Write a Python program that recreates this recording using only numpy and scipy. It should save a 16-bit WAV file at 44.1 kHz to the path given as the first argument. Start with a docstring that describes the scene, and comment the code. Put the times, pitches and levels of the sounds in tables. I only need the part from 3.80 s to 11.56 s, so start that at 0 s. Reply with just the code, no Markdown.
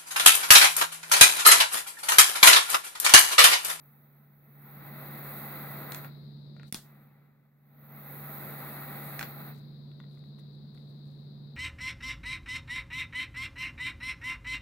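"""A room with a humming fan, where two butane torch lighters burn side by side over a towel, close to
a small stereo camera. Each turbulent flame roars while its gas nozzle hisses. They go out one after the
other, are snapped alight by piezo strikers with a spit of gas, and go out again, their plastic triggers
clicking. Then they are turned over in the hands: cases knock and skin rubs. At the start and after the
relighting the whole sound sinks for about a second and swells back."""
import sys
import numpy as np
from scipy import signal
from scipy.fft import rfft, irfft, next_fast_len
from scipy.io import wavfile
from scipy.ndimage import uniform_filter1d

SR = 44100
rng = np.random.default_rng(int(sys.argv[2]) if len(sys.argv) > 2 else 0)


def transcribe(signal):
    """Save signal, clipped to [-1, 1], as a 16-bit WAV file at the path in sys.argv[1]."""
    frames = np.atleast_2d(signal).T
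    limited = np.clip(frames, -1, 1)
    pcm = np.round(limited * 32767).astype(np.int16)
    wavfile.write(sys.argv[1], SR, pcm)


N = 342216
TIME = np.arange(N) / SR


def undb(db):
    """Decibels to gain."""
    return 10 ** (np.asarray(db) / 20)


def unit(x):
    """Scale to rms 1."""
    return x / np.sqrt(np.mean(x ** 2))


def over_hz(points, size):
    """A frequency curve read at every bin of a spectrum."""
    hz, value = np.transpose(points)
    return np.interp(np.log(np.fft.rfftfreq(size, 1 / SR) + 1), np.log(hz), value)


def colour(x, points):
    """EQ a sound with a curve of f/Hz, gain/dB points."""
    size = next_fast_len(x.shape[-1], True)
    return irfft(rfft(x, size) * undb(over_hz(points, size)), size)[..., :x.shape[-1]]


def pan(db):
    """Stereo gains; pan is left minus right in dB."""
    return undb(np.array([[1], [-1]]) * db / 2)


def lead(ms, size):
    """Phase shifts for a sound that reaches the left microphone port first."""
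    return np.exp(np.array([[1j], [-1j]]) * np.pi * np.fft.rfftfreq(size, 1 / SR) * ms / 1000)


def walk(rate_hz):
    """A modulator gliding between random values, with a spread near 1."""
    step = int(SR / rate_hz)
    held = np.repeat(rng.standard_normal(N // step + 1), step)
    return 1.2 * uniform_filter1d(held, step)[:N]


def swell(s, half_s):
    """A bell-shaped envelope, 1 at the top."""
    return np.exp(-((TIME - s) / half_s) ** 2)


def stereo_noise(spectrum, coherence, balance=((100, 0), (10000, 0)), lead_ms=0):
    """Coloured noise, partly shared by both ports and partly diffuse."""
    size = next_fast_len(N, True)
    noise = rfft(rng.standard_normal((3, size)))
    share = np.clip(over_hz(coherence, size), 0, 1)
    ports = np.sqrt(share) * noise[2] * lead(lead_ms, size) + np.sqrt(1 - share) * noise[:2]
    shaped = ports * undb(over_hz(spectrum, size)) * pan(over_hz(balance, size))
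    return unit(irfft(shaped, size)[:, :N])


def walls(x, t60, gap_s, wet_db, left_db=0, treble_db=0):
    """Add diffuse room echoes that build over a short gap and die away."""
    t = np.arange(SR // 2) / SR
    tail = rng.standard_normal((2, len(t))) * undb(-60 * t / t60) * np.minimum(t / gap_s, 1) ** 2
    tail /= np.sqrt(np.sum(tail ** 2, axis=1, keepdims=True))
    tail = colour(tail, [(3000, 0), (12000, treble_db)])
    return x + undb(wet_db) * pan(left_db) * signal.fftconvolve(x, tail, axes=1)[:, :N]


# level dips at the lightings: start/s, lowest/s, sag/(share of depth per s), room/dB, roar/dB, hiss/dB
LEVEL_DIPS = [(-.3, 0.562, 0.21, -14.5, -25, -17), (2.9, 3.72, 0.77, -19, -31.5, -29.5)]
def dip(layer, late_s=0, swell_s=0.18, sink_s=0.016):
    """One layer's level in dB: a quick drop, a steady sag, then a smooth swell back."""
    out = np.zeros(N)
    for start, lowest, sag, *depths in LEVEL_DIPS:
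        depth = depths[("room", "roar", "hiss").index(layer)]
        drop = np.clip((TIME - start) / sink_s, 0, 1)
        sagging = 1 - sag * np.maximum(lowest - TIME, 0)
        age = np.maximum(TIME - lowest - late_s, 0) / swell_s
        out += depth * drop * sagging * (1 + age) * np.exp(-age)
    return out


def hush():
    """Level in dB: the room tone drops out for an instant just before the strikers snap."""
    return -13 * swell(2.916, half_s=0.018)


# hum of fan and mains: f/Hz, level/dB
HUM_TONES = [(89.7, -77), (120, -67.5), (129.3, -71), (143.5, -46), (161.4, -80.5), (193.8, -76),
             (197.3, -80), (201.1, -66.5), (215.25, -58), (233.1, -64), (430.6, -74.5), (517, -83.5)]
# rush of the fan's air: f/Hz, level/dB
AIR_SPECTRUM = [(22, -19), (55, -13), (95, -11), (135, -1), (215, 0.1), (270, -8), (450, -14), (750, -23),
                (1300, -29), (2000, -34), (3000, -47), (3800, -46), (7000, -52), (10000, -51), (12500, -42),
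                (15600, -39)]
# how alike that air is left and right: f/Hz, coherence/0-1
AIR_COHERENCE = [(30, 0.17), (140, 0.71), (300, 0.72), (640, 0.48), (1200, .05)]
def fan(air_db, waver_db, lift_db):
    """Wavering hum over moving air, a little stronger while the left torch burns."""
    hum = np.zeros(N)
    for hz, db in HUM_TONES:
        peak = np.sqrt(2) * undb(db - waver_db * walk(4.7))
        hum += peak * np.sin(2 * np.pi * (hz * TIME + rng.random()) + 0.065 * walk(1.7))
    air = stereo_noise(AIR_SPECTRUM, AIR_COHERENCE) * undb(air_db + 0.29 * walk(14))
    unlit = 1 - gas_flow(LEFT_VALVE, ease_s=0.05)
    return (hum * pan(-1.1) + air) * undb(dip("room") + hush() - lift_db * unlit)


# sizzle in the room tone: f/Hz, level/dB
SIZZLE_SPECTRUM = [(2900, -29.5), (3400, -17), (3780, -1), (4000, 0.5), (4350, -5), (4900, -11.5),
                   (5400, -29), (7000, -41.5)]
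def sizzle(db, dip_scale):
    """A narrow band of noise far to the left that sinks deeper than the fan."""
    band = unit(colour(rng.standard_normal((2, N)), SIZZLE_SPECTRUM)) * pan(16.2)
    return band * undb(db + dip_scale * (dip("room", late_s=0.071) + hush()))


# bright, grainy rustle: f/Hz, level/dB
RUSTLE_SPECTRUM = [(500, -16), (2000, -3), (4000, 9.5), (7000, 3), (9500, 5), (13000, 5.5), (16000, 4)]
# its swells: t/s, half length/s, level/dB
RUSTLE_SWELLS = [(2.888, 0.03, -64), (5.77, 0.041, -66.5), (6.353, 0.054, -71.5), (6.477, .03, -80),
                 (6.597, 0.018, -72), (6.741, .02, -78), (6.99, .06, -77), (7.12, 0.073, -78),
                 (7.323, 0.12, -76)]
def rustles(grain_db, grip_db):
    """A faint, brief hiss just before the strikers snap; later, skin rubbing on the turning cases."""
    grains = rng.standard_normal((2, N))
    grains *= undb(grain_db * np.tanh(walk(350)) + grip_db * np.tanh(walk(45)))
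    envelope = sum(undb(db) * swell(s, half_s) for s, half_s, db in RUSTLE_SWELLS)
    return unit(colour(grains, RUSTLE_SPECTRUM)) * envelope * pan(4.5)


# stereo image of a sharp crack: f/Hz, pan/dB
SNAP_PAN = [(500, 5.5), (1500, -12.5), (3000, -7), (5000, -0.5), (7500, -5.5), (9500, -8.5), (11500, -21.5),
            (13000, -10.5), (15500, -11)]
def snaps(hits, modes, crack_spectrum, crack_t60, ring_db, rise_s, detune):
    """Each contact cracks for a few ms and rings the struck part, a little differently with each grip."""
    size, diffuse_db = 4096, -3.5
    out, t = np.zeros((2, N)), np.arange(size) / SR
    gate = np.minimum(t / rise_s, 1) * (t < t[-1] / 2)
    ports = pan(over_hz(SNAP_PAN, size)) * lead(0.033, size)
    for s, db, tilt_db, pan_db in hits:
        noise = rng.standard_normal((3, size))
        crack = unit(colour(noise[2] + undb(diffuse_db) * noise[:2], crack_spectrum))
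        crack *= undb(-60 * t / crack_t60)
        ring = np.zeros((2, size))
        for hz, mode_db, t60 in modes:
            cycles = hz * rng.normal(1, detune) * t + rng.random() + rng.random((2, 1)) / np.pi
            ring += undb(mode_db - 60 * t / t60) * np.sin(2 * np.pi * cycles)
        blow = unit(crack) + undb(ring_db) * unit(ring)
        blow = colour(blow, [(1500, 0), (12000, 3 * tilt_db)])  # tilt over three octaves
        blow = irfft(rfft(blow) * ports) * gate
        blow = unit(blow) * np.sqrt(0.004 / t[-1])  # the energy of 4 ms at rms 1
        start = int(s * SR)
        out[:, start:start + size] += blow * undb(db) * pan(pan_db)
    return out


# knocks of the cases: t/s, level/dB, tilt/(dB per octave), pan/dB
CASE_HITS = [(6.1140, -66, -4, 4), (6.1160, -61, -1, 7), (6.2014, -49.5, -3.5, 11), (6.2388, -58.5, -11, 5),
             (6.3735, -62, -4, 8), (6.4385, -63, -2, 4), (6.5865, -61, -1, 7), (6.5925, -61, 2, 5),
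             (6.9440, -65, 4, 5), (6.9490, -61, 2, 6), (6.9751, -57.5, -3, 6)]
# ring of a hollow case: f/Hz, level/dB, t60/s
CASE_MODES = [(1090, 1, 0.01), (1400, -6, 0.028), (1960, 0.5, 0.018), (2770, -1, .007), (3550, 6.5, 0.017)]
# contact crack of plastic, for cases and triggers: f/Hz, level/dB
PLASTIC_CRACK = [(200, -15.5), (500, -5), (900, -1.5), (1400, 2), (2200, 4), (2950, -6), (4200, -2.5),
                 (6000, -8.5), (7300, -6), (9000, -6.5), (12000, -9), (16000, -14)]
def cases():
    """The hollow cases knock about, damped by the hands."""
    knocks = snaps(CASE_HITS, CASE_MODES, PLASTIC_CRACK,
                   crack_t60=0.008, ring_db=6, rise_s=0.00067, detune=0.015)
    return walls(knocks, t60=0.23, gap_s=0.0085, wet_db=-9.5, left_db=6)


# trigger clicks: t/s, level/dB, tilt/(dB per octave), pan/dB
TRIGGER_HITS = [(2.1203, -32.5, 3.5, 13), (2.1462, -32, 5, 8), (2.2462, -44, -4, 14),
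                (2.7648, -55.5, -7, 14), (2.7972, -49.5, -8.5, 13), (2.8318, -49.5, -4.5, 10),
                (5.3928, -29, 2, 7.5), (5.4098, -33.5, -2, 7), (5.4121, -34.5, -1, 8),
                (5.4278, -32, -2, 9.5), (5.4340, -40, -2, 7), (5.4530, -50, 0, 7)]
# ring of a plastic trigger: f/Hz, level/dB, t60/s
TRIGGER_MODES = [(1420, 0, 0.034), (1540, 1.5, 0.018), (1884, 0, 0.013), (2387, -0.5, 0.022),
                 (3500, -1, 0.022), (4210, -1.5, 0.025), (6900, -5.5, 0.0073), (9330, -7, 0.011)]
def triggers(bounces, bounce_s, softer_db, fade_db):
    """Loose triggers creak in and snap back, bouncing unevenly and ever softer after each contact."""
    hits = list(TRIGGER_HITS)
    for s, db, tilt_db, pan_db in TRIGGER_HITS:
        delays = np.cumsum(bounce_s * (0.5 + rng.random(bounces)))
        hits += [(s + late, db + softer_db + k * fade_db, tilt_db, pan_db)
                 for k, late in enumerate(delays)]
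    clicks = snaps(hits, TRIGGER_MODES, PLASTIC_CRACK,
                   crack_t60=0.0095, ring_db=-4, rise_s=0.00057, detune=0.021)
    return walls(clicks, t60=0.19, gap_s=0.0091, wet_db=-9, left_db=4)


# striker snaps: t/s, level/dB, tilt/(dB per octave), pan/dB
STRIKER_HITS = [(2.9250, -25, 1.5, 4.5), (2.9372, -46.5, 0.5, 4), (2.9430, -39, 1, 8.5),
                (2.9448, -28.5, -2.4, 9.5), (2.9518, -35.5, 3, 2.5)]
# ring of spring and hammer: f/Hz, level/dB, t60/s
STRIKER_MODES = [(1550, -7, .01), (2150, -4, 0.0071), (3500, -10, 0.068), (4280, 1, 0.013),
                 (5400, -6, 0.011), (8990, 7.5, .008), (9540, -2.5, .016), (12300, -5.5, 0.0158)]
# crack of the hammer: f/Hz, level/dB
HAMMER_CRACK = [(200, -9), (500, 1), (1300, -10.5), (2200, -1.5), (2950, -7.5), (4200, 0), (5500, 0),
                (7000, -7.5), (9000, 5.5), (12000, -1.5), (16000, -4.5)]
def strikers():
    """The sprung hammers of the piezo strikers snap to light the gas."""
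    strikes = snaps(STRIKER_HITS, STRIKER_MODES, HAMMER_CRACK,
                    crack_t60=0.01, ring_db=-6, rise_s=0.00033, detune=0.01)
    return walls(strikes, t60=0.11, gap_s=0.0049, wet_db=-12.5, left_db=4.5)


# low thumps under the strikers: t/s, level/dB
RECOIL_THUMPS = [(2.924, -33.5), (2.9445, -34)]
def recoil(hz, peak_s):
    """Each striker jolts lighter and hand: one or two slow swings that build and die."""
    out = np.zeros(N)
    for s, db in RECOIL_THUMPS:
        age = np.maximum(TIME - s, 0)
        envelope = (age / peak_s * np.exp(1 - age / peak_s)) ** 2
        out += undb(db) * envelope * np.sin(2 * np.pi * hz * age)
    return out


# first gush of gas: f/Hz, level/dB
GUSH_SPECTRUM = [(150, 3.5), (400, -5.5), (800, -4.5), (1600, -2.5), (2500, -11), (3000, -4.5), (3800, 5),
                 (5000, 0.5), (7000, -1.5), (9000, -1), (12000, -2), (16000, -6)]
def gush(start_s, rise_s, t60, db):
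    """Gas held behind the valves escapes in one short spit."""
    age = np.maximum(TIME - start_s, 0)
    envelope = np.minimum(age / rise_s, 1) * undb(db - 60 * age / t60)
    return stereo_noise(GUSH_SPECTRUM, JET_COHERENCE) * envelope


def gas_flow(valve, ease_s=0.015, trimmed=False):
    """A valve's envelope: it eases open and the gas bleeds away; trimmed applies each burn's trim."""
    flow = sum(undb(db if trimmed else 0) * ((TIME > opens) & (TIME < closes))
               for opens, closes, db in valve)
    pole = np.exp(-1 / (ease_s * SR))
    for _ in range(2):
        flow, _ = signal.lfilter([1 - pole], [1, -pole], flow, zi=flow[:1])
    return flow


# nozzle whistle: f/Hz, level/dB
WHISTLE_SPECTRUM = [(8200, -41), (8750, -9), (9030, 0.5), (9350, -6), (10000, -42)]
def whistle(db, waver_db):
    """A breathy, unsteady tone from the left nozzle while its gas flows."""
    tone = unit(colour(rng.standard_normal((2, N)), WHISTLE_SPECTRUM)) * pan(4)
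    level_db = db + waver_db * walk(13) + 1.1 * dip("hiss", late_s=0.047)
    return tone * undb(level_db) * gas_flow(LEFT_VALVE)


# resonances of burner caps and cupped hands: f/Hz, width/Hz, boost/dB
CAVITY_PEAKS = [(426, 98, 1), (529, 24, 5), (640, 40, 7), (734, 12, 2.5), (795, 49, 8), (1010, 30, 1.5),
                (1308, 24, 2.5), (1980, 55, 2.5), (2290, 30, 3), (2600, 18, 10.5), (12500, 64, 1),
                (13580, 80, 1)]
def cavities(x):
    """The hollows around a jet lift narrow bands of its noise."""
    size = next_fast_len(N, True)
    bins = np.fft.rfftfreq(size, 1 / SR)
    lift_db = sum(db / (1 + (2 * (bins - hz) / width) ** 2) for hz, width, db in CAVITY_PEAKS)
    return unit(irfft(rfft(x, size) * undb(lift_db), size)[:, :N])


# burns of each torch: opens/s, closes/s, skirt trim/dB
LEFT_VALVE = [(-2, 2.25, 1), (3, 5.692, -1.5)]
RIGHT_VALVE = [(-0.5, 2.17, 1.5), (3, 5.44, 6.2)]
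# roar of the flame and hiss of the nozzle: f/Hz, level/dB
ROAR_SPECTRUM = [(30, -38), (90, -13.5), (200, 4), (300, 1.5), (420, -2.5), (800, -3.5), (1000, -3),
                 (1330, 0), (1650, -5), (2000, -1.5), (2600, -14), (3000, -22), (3900, -10.5), (4800, -22),
                 (5800, -41)]
HISS_SPECTRUM = [(4000, -40), (5900, -38.5), (7000, -29.5), (8100, -27), (9000, -18.5), (10000, -25.5),
                 (10600, -20), (11400, -11.5), (12550, -1), (13400, -4), (14100, -6.5), (14700, -2.5),
                 (15650, -1), (16200, -36)]
# low-pass that splits off the weak lower skirt of the hiss: f/Hz, gain/dB
SKIRT_EQ = [(11100, 0), (12200, -25)]
# slow level ride on the hiss: t/s, gain/dB
HISS_RIDE = [(0, 0), (.65, -1.3), (.95, -0.2), (1.4, -1), (1.7, 0.7), (2.02, 0.4), (2.16, 4), (2.3, 1.5),
             (3.02, 3), (3.3, -4), (3.7, -2.5), (4.05, -0.5), (4.65, 3.9), (5.15, -.5), (5.4, 1), (5.7, -1)]
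# stereo image of a jet: f/Hz, pan/dB
JET_PAN = [(200, 0), (1500, 2.5), (3000, 0.7), (4200, 6), (6000, 7.94), (9000, -1), (11000, -8),
           (12500, -7), (14000, 1.66), (15500, 1.7)]
# how alike a jet is left and right: f/Hz, coherence/0-1
JET_COHERENCE = [(200, 0.95), (800, 0.82), (2200, 0.94), (3500, 0.09), (7500, 0.18), (9000, 0.25),
                 (15000, 0.38)]
def torch(valve, lead_ms, roar_db, hiss_db, flutter_db, waver_db=2.36):
    """A turbulent flame roars and its nozzle hisses, fluttering together; the roar dies a little later."""
    flutter = undb(flutter_db * (walk(45) + 0.8 * walk(22)))
    flame = cavities(stereo_noise(ROAR_SPECTRUM, JET_COHERENCE, JET_PAN, lead_ms)) * undb(roar_db)
    nozzle = cavities(stereo_noise(HISS_SPECTRUM, JET_COHERENCE, JET_PAN, lead_ms))
    nozzle *= undb(hiss_db + np.interp(TIME, *np.transpose(HISS_RIDE)) + waver_db * walk(5.4))
    lower = colour(nozzle, SKIRT_EQ)
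    # the layers start to swell back one after another
    roar = flame * undb(dip("roar", late_s=0.021)) * gas_flow(valve, ease_s=0.02)
    hiss = (nozzle - lower) * undb(dip("hiss", late_s=0.047, swell_s=0.13)) * gas_flow(valve)
    skirt = lower * undb(1.1 * dip("roar", late_s=0.19, swell_s=0.13)) * gas_flow(valve, trimmed=True)
    return (roar + hiss + skirt) * flutter


def scene():
    """Both torches with their lighting and handling sounds, over the room tone."""
    left = torch(LEFT_VALVE, lead_ms=0.13, roar_db=-50.5, hiss_db=-47.5, flutter_db=0.65)
    right = torch(RIGHT_VALVE, lead_ms=0.079, roar_db=-47.5, hiss_db=-50.5, flutter_db=0.5)
    jets = left + right + whistle(db=-80, waver_db=2)
    flames = walls(jets, t60=0.96, gap_s=0.009, wet_db=-11.5, treble_db=-7.5)
    room_tone = fan(air_db=-53, waver_db=0.5, lift_db=1.5) + sizzle(db=-66, dip_scale=2.5)
    mechanics = strikers() + triggers(bounces=3, bounce_s=0.006, softer_db=-14, fade_db=-2.5)
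    small_sounds = cases() + rustles(grain_db=5, grip_db=-4)
    lighting = recoil(hz=177, peak_s=0.003) + gush(start_s=2.946, rise_s=0.012, t60=0.23, db=-37.5)
    return room_tone + small_sounds + mechanics + lighting + flames


# a slight dulling around 3 kHz and above, over the whole sound: f/Hz, gain/dB
NOTCH_EQ = [(2500, 0), (2750, 0.5), (3020, -2.5), (3300, 0), (3600, -3)]
def record(dry):
    """The sound is slightly dulled, the microphones add a faint hiss and the camera cuts the top."""
    mic_hiss_db, top_hz = -92, 15950
    heard = colour(dry, NOTCH_EQ) + undb(mic_hiss_db) * rng.standard_normal(dry.shape)
    return signal.sosfilt(signal.ellip(10, 0.2, 70, top_hz, fs=SR, output="sos"), heard)


dry = scene()
out = record(dry)
transcribe(out)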